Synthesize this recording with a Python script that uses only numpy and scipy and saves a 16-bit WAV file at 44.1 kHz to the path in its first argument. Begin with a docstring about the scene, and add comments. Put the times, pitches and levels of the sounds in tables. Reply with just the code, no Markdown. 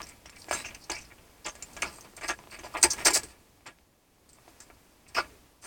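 """Ferret scrabbling at a hutch door

A ferret scrabbles, close up, at the door corner of a wire-mesh hutch outdoors.
Paws knock and drag on the wooden frame and claws rake the mesh: each stroke is a burst of slips through fixed modes.
Dry taps and low thumps ring wood and wire at once, and the boarded walls return a short, sparse tail.
Bedding rustles in between, over low rumble and a hiss that rises and falls."""
import sys
import numpy as np
from scipy import signal
from scipy.fft import rfft, irfft
from scipy.io import wavfile
from scipy.ndimage import uniform_filter1d

SR = 44100
rng = np.random.default_rng(int(sys.argv[2]) if len(sys.argv) > 2 else 0)


def wav_record(signal):
    """Record a signal, one row per channel, as 16-bit PCM in the file named by sys.argv[1]."""
    frames = np.transpose(np.atleast_2d(signal))
    bounded = np.clip(frames, -1, 1)
    # unit amplitude maps onto the largest positive 16-bit level
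    quanta = np.round(bounded * 32767).astype(np.int16)
    wavfile.write(sys.argv[1], SR, quanta)


N = 249606

# Paw strokes on the wooden frame. Each row: start in seconds, loudest level in dB before the band-pass,
# rise in ms, hold in ms, favoured pitch in Hz, boost of the modes at that pitch in dB.
KNOCKS = [(0.0, -37, 3.5, 2.8, 1340, 9), (.0504, -54.5, 11, 57, 2240, 38),
          (.2549, -43.5, 3.5, 0.3, 3170, 17), (.2829, -55.5, 5, 5.3, 2160, 28),
          (.3193, -53, 10.4, 2.7, 3000, 35), (.3432, -49.5, 15, 13, 2270, 33),
          (.4824, -45.5, 5.5, 5, 2040, 20), (.5083, -29, 4.1, 6, 610, 31), (.525, -29, 2.5, 1.1, 1420, 18),
          (.5448, -36, 5, 52, 2600, 14), (.641, -37, 8.8, 8.6, 2740, 66), (.679, -45, 5, 3, 2520, 29),
          (.7024, -44, 8.6, 3.6, 3070, 38), (.7418, -44, 7, .6, 2750, 72),
          (.895, -30.5, 3.34, 19.3, 910, 12), (.9374, -40.5, 10.4, .6, 2270, 51),
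          (.9613, -39, 4.8, .6, 2400, 59), (.9883, -43, 0.88, 7.6, 2670, 28),
          (1.0227, -49.5, 1.3, 38, 3060, 29), (1.1015, -50, 14, .6, 2120, 17),
          (1.1808, -53, 4.7, .6, 3100, 42), (1.4487, -31, 10.3, 20, 2240, -11),
          (1.5525, -45, 0.6, 7, 605, 51), (1.6113, -47, 12, 5, 2750, 31),
          (1.763, -40.5, 3.7, 9.9, 3140, -1), (1.8194, -24.5, 4.37, 3.1, 2480, 30),
          (1.826, -31.5, 4.8, 20, 1340, 18), (1.855, -51, 5, 63, 1000, 13), (2.04, -49, 6.6, 13, 1200, 8),
          (2.1666, -44, 12, 3.3, 2440, 2), (2.208, -43, 3.9, 4, 2020, 6), (2.219, -33.5, 15, 15, 2170, 14),
          (2.2818, -25.5, 18.5, 3.1, 1750, 10), (2.3881, -42.5, 2.03, .6, 980, 20),
          (2.5133, -41.5, 15, 19, 2370, 15), (2.5851, -44.5, 3.2, 13, 338, 28),
          (2.632, -38.5, 4, 29.5, 840, 15), (2.7388, -32.5, 13, 9.2, 1230, 21),
          (2.745, -36.5, 6.8, 17, 2200, 19), (2.755, -38.5, 8, 11, 840, 23.5),
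          (2.8281, -21, 8.7, 1.3, 2050, 15.5), (2.834, -27, 6, 4.9, 864, 33),
          (2.832, -30, 8, 12, 400, 28.5), (2.8964, -44, 4.8, 22, 1784, 4), (2.9328, -40, 3.2, 3.4, 2960, 8),
          (2.9772, -34.5, 9.7, 29, 2196, 8.5), (3.0511, -28, 5.28, 34, 909, 19),
          (3.052, -34, 8, 52, 394, 29), (3.056, -22.5, 5.7, 20.7, 2030, 20.5),
          (3.1364, -32, 24, 3, 2100, 9.5), (3.145, -31, 17, 7.9, 805, 15), (3.2262, -41, 7.4, 2.6, 428, 28),
          (3.2805, -55.5, 4.1, 61, 330, 19), (3.6567, -40.5, 8.8, 19, 2100, 1.5),
          (4.479, -59, 3.05, 11, 700, 11), (4.602, -53, 2.2, 6.7, 1720, 15),
          (4.703, -55, 2.3, 7.7, 1400, 19), (5.06, -57, 6.3, 5.5, 2520, 19), (5.085, -58, 6, 6.1, 2400, 10),
          (5.146, -32.5, 5.3, 17, 2670, 31), (5.1618, -22.5, 19.4, 3.2, 1400, 28.5),
          (5.17, -31, 5.3, 5.7, 2320, 25), (5.195, -33, 1.5, 4.4, 1250, 22), (5.22, -49.5, 5, 25, 1300, 9),
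          (5.29, -53, 30, 25, 403, 40), (5.625, -46, 31.5, 2.8, 1600, 5)]
# Claw strokes on the wire mesh. Each row: start in seconds, loudest level in dB before the band-pass,
# rise in ms, hold in ms, favoured pitch in Hz, boost of the modes at that pitch in dB.
RAKES = [(0.0244, -41.5, 7.7, .6, 5700, 38), (0.0667, -47.5, 2.6, .6, 5400, 15),
         (0.0857, -46, 5.1, 4, 8700, -2), (0.2578, -48, 0.8, 5, 6000, 21), (.2953, -47.5, 2.5, .6, 7300, 0),
         (0.3564, -50.5, 4.5, .6, 4330, 18), (.3771, -51, 12, 17, 8150, 6),
         (0.4155, -43.5, 2.9, .6, 4070, 25), (0.483, -47, 6.1, 9, 6460, 18),
         (0.509, -33, 2.1, 11, 8360, -2), (0.524, -31, 11.5, 11, 6550, 16),
         (.535, -38.5, 5.6, 70, 3850, 39), (0.563, -42, 2.9, 45, 8300, 5), (0.6475, -42, 16, 3, 6100, 29),
         (.68, -50, 1.1, 8, 6090, 19), (0.7444, -41.5, 3.68, .6, 5200, 17), (0.809, -53, 6.3, 18, 4320, 30),
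         (.836, -47, 4.5, 4, 5100, 23), (0.8962, -30.5, 3.7, .6, 6630, 28),
         (.9154, -29, 1.4, 2.5, 4200, 25), (.93, -44, 3.5, 13, 5200, 20), (0.95, -42, 2.1, 6, 5840, 34),
         (0.9814, -45, 4, .6, 6470, 30), (1.0042, -49, 7.7, 8, 6400, 14), (1.0454, -53, 3.8, 3, 4620, 23),
         (1.443, -40.5, 4, 11, 5000, 31), (1.4603, -33.5, 3.3, .6, 6930, 48), (1.483, -40, .6, 9, 6260, 38),
         (1.5507, -47, 2.9, .6, 6800, 16), (1.6224, -34, 2.65, .6, 7000, 17),
         (1.73, -50, 3.9, .6, 6560, 23), (1.764, -43.5, 3.9, .6, 6840, 35), (1.8193, -28, 2.1, 5, 6670, 19),
         (1.83, -45, 5, 50, 4700, 25), (1.9166, -50.5, 25, 45, 7800, 2), (2.008, -44, 1.1, .6, 8800, -9),
         (2.0364, -57, 4.6, 9, 4570, 13), (2.1642, -41.5, 3.03, .6, 5500, -3),
         (2.179, -57, .9, 5, 8880, -11), (2.209, -48, 1.5, 5, 6860, 11), (2.223, -41.5, 14, 17, 4330, 12),
         (2.26, -49.5, 8, 5, 7600, 1), (2.279, -30.5, 6, 9, 4430, 16), (2.304, -34.5, 1.1, 5, 6400, 27),
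         (2.3826, -54.5, 4.3, .6, 5800, 36), (2.5034, -46, 9.9, 35, 4760, 12),
         (2.5878, -47.5, 3, .6, 6430, 33), (2.631, -47, 6, 30, 4660, 16), (2.731, -50.5, 6, 6, 4437, 3),
         (2.767, -42, 4.8, 15, 5130, 7.5), (2.8113, -40, 5.1, .6, 8660, 20.5),
         (2.8266, -11.5, 2.6, 13, 7830, 7.5), (2.9013, -24, 4.3, 12, 6030, 25),
         (2.9314, -32.5, 1.6, 2.7, 5060, -12), (2.978, -44.5, 3.1, 32, 7800, 1.5),
         (3.0481, -15, 4.8, 21, 5400, 2), (3.101, -29, 5.3, 4, 8160, 3), (3.1324, -18, 6.7, 27.7, 8280, 3),
         (3.2318, -37.5, 2.2, 2.4, 9050, 6), (3.2845, -55, 1.1, 33, 4750, 9),
         (3.6608, -46.5, 2.8, 11, 4280, 18), (4.2892, -54, 2.4, 3, 4830, 10),
         (4.3307, -50.5, 0.94, .6, 8130, 4), (4.478, -60, 3.7, 14, 4450, 13.5),
         (4.6016, -43.5, 2.2, .6, 6590, 7.5), (4.616, -54, 1.7, 8, 6400, 19),
         (5.077, -52.5, 9, 5, 5000, 11), (5.145, -36.5, 4.8, .6, 5300, 8), (5.1575, -31.5, 14, 7, 4970, 26),
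         (5.18, -46, 5.5, 11, 3950, 38), (5.1838, -36.5, 1.1, 19, 4750, 24),
         (5.615, -44.5, 35, 22, 6540, 8)]
# Single dry taps and low thumps. Each row: start in seconds, peak level in dB, favoured pitch in Hz.
TAPS = [(.018, -22, 5330), (0.255, -46, 965), (.296, -33.5, 2500), (.444, -33.5, 4380), (.485, -33, 610),
        (.511, -16, 655), (0.896, -35, 970), (1.221, -65, 506), (1.986, -38, 606), (2.136, -44, 482),
        (2.439, -40, 969), (2.473, -37, 926), (2.501, -45, 2220), (3.608, -52.5, 610), (3.787, -44.5, 2230),
        (4.386, -47.5, 608), (4.479, -41.5, 640), (4.701, -39.5, 600)]
# Modes of the wood, then of the wire, before each spot varies them.
# Each row: frequency in Hz, width in Hz, relative strength in dB.
FRAME_MODES = [(380, 75, -17.5), (434, 60, -14.5), (690, 30, -38.5), (750, 63, -9.5), (878, 23, -10),
               (993, 57, -5), (1195, 140, -0.5), (1416, 190, -3), (1700.6, 17, -1.5), (1892, 72, -5),
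               (2086, 100, -4.5), (2288, 81, -2), (2533, 170, -1.5), (2750, 270, -6.5), (3460, 1600, 11),
               (1500, 1500, -59)]
MESH_MODES = [(3940, 200, -20), (4450, 250, -11), (4800, 200, -4), (5050, 220, -5), (5570, 200, -4),
              (6140, 250, -7), (6420, 220, -6), (7080, 250, -8), (7420, 130, -2), (7930, 220, -6),
              (8140, 170, -5), (8370, 150, -3), (8700, 250, -4), (9100, 300, -7), (9900, 500, -10),
              (6800, 3000, -9)]
# Spectra of the hiss and of the rumble. Each row: frequency in Hz, relative density in dB per Hz.
HISS_SPECTRUM = [(100, 3.5), (290, 12.5), (900, 6), (1600, -1), (3800, -2.5), (5300, -2.5), (14400, -6.5),
                 (17500, -8.5)]
RUMBLE_SPECTRUM = [(10, -6.5), (25, -1), (60, 4.5), (100, -1.5), (160, -5), (300, -7.5), (600, -55.5)]
# Level of the hiss, drawn as a wavering curve. Each row: time in seconds, level in dB.
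SWELL = [(0.0, -54.5), (.3, -62), (.57, -53), (.82, -59), (1.46, -60), (1.86, -53), (2.24, -61.5),
         (2.65, -56), (3.0, -50), (3.25, -54), (3.341, -61.5), (3.97, -68), (4.22, -66), (4.49, -60),
         (5.08, -63.5), (5.22, -57), (5.66, -66.5)]

FRAME_BAND_HZ, MESH_BAND_HZ = (305, 2950), (4200, 9700)  # what each part radiates well
TICK_BAND_HZ = (10500, 16500)  # where the bare claw tick stands clear of the modes
TOP_EDGE_HZ = 17350
# Fade of the contact force: (T60 in seconds of a quick touch, seconds more per second of hold)
KNOCK_FADE, RAKE_FADE = (0.084, 1.3), (0.056, 0.99)
# Bare tick: dB relative to its rake, dB per dB of pitch boost, ceiling in dB
TICK_UNDER_DB, TICK_PER_FOCUS, TICK_MOST_DB = -15, -.3, -33
TAP_OCTAVES, TAP_T60_S = 0.65, .05  # breadth of the favoured pitch, damping by the paw
HARD_STROKE_DB, USUAL_SWELL_DB = -20, -60  # reference points for the layer levels
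# Steady part of a layer: (dB at the usual swell, dB per dB of swell).
# Its stir after a stroke: (dB after a hard stroke, dB per dB of stroke, T60 in seconds).
FRAME_RUSTLE, FRAME_STIR = (-66.5, 1.6), (-38, 1, 0.15)
MESH_RUSTLE, MESH_STIR = (-71.5, 1.8), (-48, 0.6, 0.28)
RUMBLE_REST, RUMBLE_STIR = (-63, 0.96), (-46.5, 0.49, 0.31)
STIR_RISE_S = .02
GUST_DB, GUST_S = -0.95, 0.041  # depth and smoothing time of the lumps in the rumble
ECHO_DB, ECHO_T60_S = -10.0, 0.041


def gain_of(db):
    """Turns decibels into an amplitude factor."""
    return 10 ** (np.asarray(db) / 20)


def evened(x):
    """Scales x to an RMS of one."""
    return x / np.sqrt(np.mean(x ** 2) + 1e-20)


def peaked(x, db, smooth):
    """Scales x so that its loudest moment, as RMS over a few ms, has the given level."""
    return x * gain_of(db) / np.sqrt(uniform_filter1d(x ** 2, smooth).max() + 1e-20)


def banded(x, edges_hz):
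    """Keeps only the band between two edges."""
    return signal.sosfilt(signal.butter(4, edges_hz, "bandpass", fs=SR, output="sos"), x)


def coloured(x, points):
    """Filters x by a spectrum drawn on a log-frequency axis."""
    hz, db = np.transpose(points)
    f = np.fft.rfftfreq(len(x), 1 / SR)
    curve_db = np.interp(np.log(f + 1), np.log(hz), db)
    return irfft(rfft(x) * gain_of(curve_db), len(x))


def add(mix, s, sound):
    """Lays a sound into the mix at s seconds, cut off at the end."""
    part = mix[round(max(s, 0) * SR):][:len(sound)]
    part += sound[:len(part)]


def slips(per_s, spread_db):
    """Stick-slip clicks at random moments and of random sign; a few are large."""
    chance, size, sign = rng.random((N, 3)).T
    happens = chance < per_s / SR
    size_db = spread_db * np.minimum(-np.log(size + 1e-9), 4)
    return happens * np.sign(sign - .5) * gain_of(size_db)


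def ring(modes, luck, spread_db, near_hz=1, focus_db=0, octaves=1):
    """Impulse answer: the spot touched detunes and weights the modes and favours those near one pitch."""
    hz, width, db = np.transpose(modes)[:, :, None]
    t = np.arange(1200) / SR
    focus = np.exp(-(np.log2(hz / near_hz) / octaves) ** 2)
    db = db + spread_db * luck[:, :1] + focus_db * focus
    hz = hz * (1 + .012 * luck[:, 1:])
    decay = np.exp(-np.pi * width * t)  # a wide mode dies sooner
    return np.sum(gain_of(db) * np.sqrt(width) * decay * np.sin(2 * np.pi * hz * t), 0)


def pressure(rise_ms, hold_ms, t60):
    """Contact force of one stroke: swells, holds, then fades."""
    rise, hold, t60 = max(rise_ms, .3) / 1000, max(hold_ms, 0) / 1000, max(t60, .01)
    t = np.arange(0, rise + hold + t60, 1 / SR)
    rise_db = -12 * np.maximum(1 - t / rise, 0)
    fade_db = -60 * np.maximum(t - rise - hold, 0) / t60
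    onset = np.minimum(t * 2000, 1)  # half a millisecond from silence
    return gain_of(rise_db + fade_db) * onset


def strokes(rows, modes, train, fade, spread_db, octaves, impact, smooth):
    """Each stroke gates the slips by its force and rings the modes; also returns the bare slips."""
    rung, bare = np.zeros(N), np.zeros(N)
    luck = rng.standard_normal((len(rows), 2, len(modes), 2))
    spot = rng.random(N) < .5  # every slip falls on one of two spots
    for (s, db, rise_ms, hold_ms, hz, focus_db), chance in zip(rows, luck):
        force = pressure(rise_ms, hold_ms, fade[0] + fade[1] * hold_ms / 1000)
        start = round(max(s, 0) * SR)
        drive = train[start:][:len(force)] * force[:N - start]
        # a quick stroke lands with one clear blow
        drive[force[:len(drive)].argmax()] += impact / (1 + rise_ms / 2)
        here = spot[start:][:len(drive)]
        sound = 0
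        for part, c in zip((here, ~here), chance):
            answer = ring(modes, c, spread_db, hz, focus_db, octaves)
            sound = sound + signal.fftconvolve(drive * part, answer)
        add(rung, s, peaked(sound, db, smooth))
        # a slip lasts two samples, which dulls the very top; the bare tick's level is capped
        tick = banded(drive + np.roll(drive, 1), TICK_BAND_HZ)
        tick_db = min(db + TICK_UNDER_DB + TICK_PER_FOCUS * focus_db, TICK_MOST_DB)
        add(bare, s, peaked(tick, tick_db, smooth))
    return rung, bare


def swell_db():
    """Draws the swell as a line through its points."""
    s, db = np.transpose(SWELL)
    return np.interp(np.arange(N) / SR, s, db)


def level(rest, stir, rows):
    """Gain of a layer: a part that follows the swell plus a surge that lingers after every stroke."""
    (rest_db, follow), (stir_db, share, t60) = rest, stir
    t, blows = np.arange(SR) / SR, np.zeros(N)
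    s, db = np.transpose(rows)[:2]
    starts = np.round(s.clip(0) * SR).astype(int)
    blows[starts] = gain_of(stir_db + share * (db - HARD_STROKE_DB)) ** 2
    fade = gain_of(-60 * np.maximum(t - STIR_RISE_S, 0) / t60)
    surge = (np.minimum(t / STIR_RISE_S, 1) * fade) ** 2
    steady = gain_of(rest_db + follow * (swell_db() - USUAL_SWELL_DB)) ** 2
    return np.sqrt(steady + abs(signal.oaconvolve(blows, surge)[:N]))  # the two add as power


def frame():
    """Paws on wood: coarse slips ring the low modes."""
    train = evened(slips(1500, 2.8))
    rung, _ = strokes(KNOCKS, FRAME_MODES, train, KNOCK_FADE, spread_db=2.0, octaves=0.31, impact=46, smooth=260)
    return banded(rung, FRAME_BAND_HZ)


def rustle():
    """Bedding and fur brush the hutch: dense small slips through the same modes."""
    out = np.zeros(N)
    wood = level(FRAME_RUSTLE, FRAME_STIR, KNOCKS), FRAME_MODES, FRAME_BAND_HZ, 3200
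    wire = level(MESH_RUSTLE, MESH_STIR, RAKES), MESH_MODES, MESH_BAND_HZ, 4000
    for gain, modes, band_hz, per_s in (wood, wire):
        answer = ring(modes, np.zeros((len(modes), 2)), 0)
        clumps = gain_of(1.2 * evened(uniform_filter1d(rng.standard_normal(N), 900)))
        rung = signal.oaconvolve(slips(per_s, 3) * clumps, answer)[:N]
        out += gain * evened(banded(rung, band_hz))
    return out


def hiss():
    """Smooth wide noise, heavier towards the bass, rides the swell."""
    return gain_of(swell_db()) * evened(coloured(rng.standard_normal(N), HISS_SPECTRUM))


def rumble():
    """Lumpy low noise of moving air and of the hutch, shaken by every knock."""
    drift = evened(uniform_filter1d(rng.standard_normal(N), round(GUST_S * SR)))
    low = coloured(rng.standard_normal(N), RUMBLE_SPECTRUM)
    return level(RUMBLE_REST, RUMBLE_STIR, KNOCKS) * evened(gain_of(GUST_DB * drift) * low)


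def hutch(x):
    """The boarded walls throw back a short, sparse tail of echoes with random sign."""
    at = np.arange(130, 8000, 22)
    echoes = np.zeros(8100)
    places = at + rng.integers(0, 22, len(at))
    echoes[places] = rng.choice([-1., 1.], len(at)) * gain_of(-60 * at / SR / ECHO_T60_S)
    return signal.oaconvolve(x, echoes / np.linalg.norm(echoes))[:N]


def taps_and_thumps():
    """One blow rings wood and wire together and is damped at once by the paw."""
    out, modes = np.zeros(N), FRAME_MODES + MESH_MODES
    luck = rng.standard_normal((len(TAPS), len(modes), 2))
    for (s, db, hz), chance in zip(TAPS, luck):
        sound = ring(modes, chance, 4.9, hz, 24.0, TAP_OCTAVES)
        sound = sound * gain_of(-60 * np.arange(len(sound)) / SR / TAP_T60_S)
        sound = banded(sound, (280, min(4 * hz, 14000)))  # a softer, low-pitched blow carries less treble
        add(out, s, gain_of(db) * sound / abs(sound).max())
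    return out


def mesh():
    """Claws on wire: fine slips ring the high modes, with the ticks themselves at the very top."""
    train = evened(slips(3000, 2.9))
    rung, bare = strokes(RAKES, MESH_MODES, train, RAKE_FADE, spread_db=7.5, octaves=0.28, impact=20, smooth=180)
    return banded(rung, MESH_BAND_HZ) + bare


def scene():
    """Sums the paws and claws, their echo in the hutch, and the beds beneath."""
    paws = frame() + taps_and_thumps() + mesh()
    echo = gain_of(ECHO_DB) * hutch(paws)
    return (paws + echo + rustle() + hiss() + rumble())[None]


def record(dry):
    """Limits the band with a steep low-pass at the top edge."""
    lowpass = signal.firwin(511, TOP_EDGE_HZ, window=("kaiser", 9), fs=SR)
    return signal.oaconvolve(dry, lowpass[None], "same")


dry = scene()
out = record(dry)
wav_record(out)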